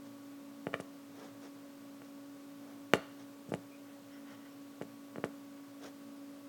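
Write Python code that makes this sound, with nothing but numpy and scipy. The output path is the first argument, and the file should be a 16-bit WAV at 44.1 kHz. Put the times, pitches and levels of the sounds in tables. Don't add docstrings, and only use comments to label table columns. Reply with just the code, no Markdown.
import sys
import numpy as np
from scipy import signal
from scipy.fft import rfft, irfft
from scipy.io import wavfile

SR = 44100
rng = np.random.default_rng(int(sys.argv[2]) if len(sys.argv) > 2 else 0)


def wav_out(sig):
    wavfile.write(sys.argv[1], SR, np.round(np.clip(np.atleast_2d(sig).T, -1, 1) * 32767).astype(np.int16))


N = 285808
TIME = np.arange(N) / SR

# start_s, strength_db, release_ms, cloth_thud_db, hook_ring_db, crackle_db
PUNCHES = [(0.669, 6.5, 0.077, 12.5, 1, -66), (0.7329, -2, 0.064, 2, -3, -72),
           (0.74035, 4.5, 0.058, -2, 7, -66), (0.7420, 6, 0.052, -2, 9, -63),
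           (0.8001, 0, 0.097, 13, 2, -47), (2.0190, -9, 0.067, 0, 1, -66),
           (2.9364, 23.5, 0.028, -4, -0.5, -48.5), (3.489, 9.5, 0.92, 7, 0, -59),
           (3.5200, 14.5, 0.24, -4, -11, -61), (3.5392, 4, 0.038, 21.5, 1, -53),
           (4.8137, 9, 0.21, 0.5, -2, -66), (4.821, -10, 0.014, -4, 4.5, -61),
           (5.1592, 2, 0.12, -13, 2.5, -72), (5.1825, 3, 0.25, 11, 8, -67),
           (5.2404, 12.5, 0.12, 0, 4.5, -54)]


def from_db(db):
    return 10 ** (np.asarray(db) / 20)


def rms_one(x):
    return x / np.sqrt(np.mean(x ** 2) + 1e-20)


def at_hz(points, hz):
    known_hz, values = np.transpose(points)
    return np.interp(np.log(hz + 1e-3), np.log(known_hz), values)


def noise(colour):
    gain = from_db(at_hz(colour, np.fft.rfftfreq(N, 1 / SR)))
    return rms_one(irfft(rfft(rng.standard_normal(N)) * gain, N))


def narrow_noise(hz, width_hz):
    detune = (np.fft.rfftfreq(N, 1 / SR) - hz) / width_hz
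    return rms_one(irfft(rfft(rng.standard_normal(N)) / (1 + 2 * detune ** 2), N))


def resonate(x, hz, width_hz):
    decay, step = np.exp(-np.pi * width_hz / SR), 2 * np.pi * hz / SR
    feedback = [1, -2 * decay * np.cos(step), decay ** 2]
    return signal.lfilter([0, (1 - decay ** 2) * np.sin(step)], feedback, x + 1e-18)


def swell(peak_s, half_length_s):
    return np.exp(-.5 * ((TIME - peak_s) / half_length_s) ** 2)


def add(track, start_s, sound):
    start = round(start_s * SR)
    track[start:start + len(sound)] += sound[:N - start]


def appliance_hum(motor_hz=281.5, wander_hz=.3, waver_db=-1.17, whine_hz=15000, whine_db=-88):
    # pitch_multiple, level_db
    tones = [(1, -52.5), (2, -65.5), (4, -72)]
    # pitch_hz, width_hz, level_db
    resonances = [(116.7, 9.6, -72.5), (225.6, 5, -65), (556, 4.1, -75.5), (1463, 22, -79.5)]
    speed_hz = motor_hz + wander_hz * narrow_noise(0, 1)
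    wobble = 0.066 * narrow_noise(0, 6.1)
    angle = 2 * np.pi * np.cumsum(speed_hz) / SR + wobble
    hum = sum(from_db(db + waver_db * narrow_noise(0, 5.1)) * np.sin(k * angle) for k, db in tones)
    whine = from_db(whine_db) * np.sin(2 * np.pi * whine_hz * TIME)
    drones = sum(from_db(db) * narrow_noise(hz, width) for hz, width, db in resonances)
    return np.sqrt(2) * (hum + whine) + drones


def room_air(level_db=-59):
    # pitch_hz, level_db
    air_colour = [(25, -16.5), (62, -24), (95, -17), (125, -3), (230, 4.5), (350, -1), (600, -0.5),
                  (760, -5.5), (1100, -5.5), (1800, -11.5), (4000, -15), (8800, -18.5), (10500, -21.5),
                  (13000, -19.5)]
    return from_db(level_db) * noise(air_colour)


def thread_pulls(catch_db=2.5, catch_hz=130, usual_half_s=0.018, usual_rasp_db=-5.5):
    # peak_s, half_length_s, level_db
    pulls = [(0.066, 0.0093, -62), (1.226, 0.051, -54), (1.45, 0.023, -55), (2.057, .014, -64),
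             (2.687, 0.078, -61), (3.21, 0.017, -58), (4.326, 0.029, -59.5), (5.853, 0.024, -49.5)]
    # pitch_hz, level_db
    rasp_colour = [(300, -15), (1000, -1.5), (1800, 6.5), (2600, -1), (3500, 7), (4300, -1.5), (5400, 5),
                   (6600, 2), (8000, -10), (9500, -3), (11000, -22), (17000, -10)]
    # pitch_hz, level_db
    rustle_colour = [(80, -60), (180, 4), (400, 5), (560, 4.5), (900, -3), (1500, -4.5), (2500, -14),
                     (5000, -56)]
    rasp = noise(rasp_colour) * rms_one(from_db(catch_db * narrow_noise(0, catch_hz)))
    rustle, out = noise(rustle_colour), 0
    for peak_s, half_s, db in pulls:
        rasp_db = usual_rasp_db + 3 * np.log2(usual_half_s / half_s)
        out += from_db(db) * swell(peak_s, half_s) * (rustle + from_db(rasp_db) * rasp)
    return out


def cloth_tocks(thud_below_hz=410, ring_hz=2100, ring_octaves=0.3, low_cut_hz=148):
    # pitch_hz, width_hz, level_db
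    tones = [(179, 71, -11.5), (313, 520, -14), (524, 233, -5.5), (652, 120, -6), (846, 68, -9.5),
             (1205, 170, -13), (1480, 177, -9), (1880, 450, -9), (2274, 250, -10.5), (2810, 183, -8),
             (3560, 96, -20.5), (4280, 430, -22.5), (6250, 890, -22), (7400, 310, -23), (12000, 13000, -29)]
    out, t = np.zeros(N), TIME[:SR // 10]
    for start_s, strength_db, release_ms, thud_db, ring_db, _ in PUNCHES:
        push = (t + 1 / SR) * np.exp(-t * 1000 / release_ms)
        push /= push.sum()
        for hz, width, db in tones:
            lowness = 1 / (1 + (hz / thud_below_hz) ** 4)
            nearness = np.exp(-.5 * (np.log2(hz / ring_hz) / ring_octaves) ** 2)
            gain = from_db(strength_db + db + thud_db * lowness + ring_db * nearness)
            add(out, start_s, gain * resonate(push, hz, width))
    return signal.sosfilt(signal.butter(5, low_cut_hz, "high", fs=SR, output="sos"), out)


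def fibre_crackle(grain_db=6.0, usual_drag_ms=3.25, doubling_db=15.5):
    # pitch_hz, level_db
    crackle_colour = [(500, 5), (2000, 6), (4000, 2), (7000, 4.5), (10000, 4), (17000, -29)]
    drag = np.zeros(N)
    for start_s, strength_db, *_, crackle_db in PUNCHES:
        peak_ms = usual_drag_ms * 2 ** (strength_db / doubling_db)
        age = TIME[:SR // 10] * 1000 / peak_ms
        add(drag, start_s, from_db(crackle_db) * age * np.exp(1 - age))
    return drag * noise(crackle_colour) * rms_one(from_db(grain_db * narrow_noise(0, 900)))


def room_echo(sound, delay_s=0.0045, near_db=8.5, near_fade_s=0.059):
    # pitch_hz, level_db
    echo_colour = [(50, 11), (140, -20.5), (300, -5.5), (550, -7), (850, -10.5), (1500, -10.5),
                   (3000, -18.5), (4500, -3.5), (9000, -28), (16000, -10)]
    # pitch_hz, fade_s
    fade_times = [(50, 0.22), (150, 0.26), (500, 0.22), (2000, 0.62), (5000, 0.52), (14000, 0.31)]
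    t = TIME[:SR // 2]
    hiss, response = rng.standard_normal((2, len(t))), 0
    edges_hz = np.geomspace(40, 19000, 15)
    for k, (low, high) in enumerate(zip(edges_hz, edges_hz[1:])):
        hz = np.sqrt(low * high)
        band = signal.sosfilt(signal.butter(2, [low, high], "band", fs=SR, output="sos"), hiss[k % 2])
        near = from_db(near_db - 60 * t / near_fade_s)
        far = from_db(-60 * t / at_hz(fade_times, hz))
        tail = band * (near + far)
        tail *= np.sqrt(2 * (high - low) / SR / np.sum(tail ** 2))
        response += from_db(at_hz(echo_colour, hz)) * tail
    out = np.zeros(N)
    add(out, delay_s, signal.fftconvolve(sound, response))
    return out


def thread_tightening(tug_half_s=0.039, squeak_rise_s=.02, squeak_width_hz=160):
    # start_s, pitch_hz, level_db
    squeaks = [(3.708, 2440, -63.5), (4.12, 5450, -69.5), (4.485, 5500, -74)]
    # peak_s, level_db
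    tugs = [(3.9, -68.5), (4.15, -64), (4.31, -62), (4.45, -65)]
    # pitch_hz, width_hz, level_db
    creak_tones = [(1460, 220, -4.5), (1940, 240, -3.5), (3040, 540, -7.5)]
    tension = sum(from_db(db) * swell(peak_s, tug_half_s) for peak_s, db in tugs)
    out = tension * sum(from_db(db) * narrow_noise(hz, width) for hz, width, db in creak_tones)
    for start_s, hz, db in squeaks:
        age = np.clip((TIME - start_s) / squeak_rise_s, 0, 20)
        out += from_db(db) * age * np.exp(1 - age) * narrow_noise(hz, squeak_width_hz)
    return out


def scene():
    tocks = cloth_tocks()
    stitching = tocks + room_echo(tocks) + fibre_crackle() + thread_pulls() + thread_tightening()
    return (stitching + appliance_hum() + room_air())[None]


def record(dry):
    return signal.sosfilt(signal.ellip(10, .1, 70, 17200, fs=SR, output="sos"), dry)


dry = scene()
out = record(dry)
wav_out(out)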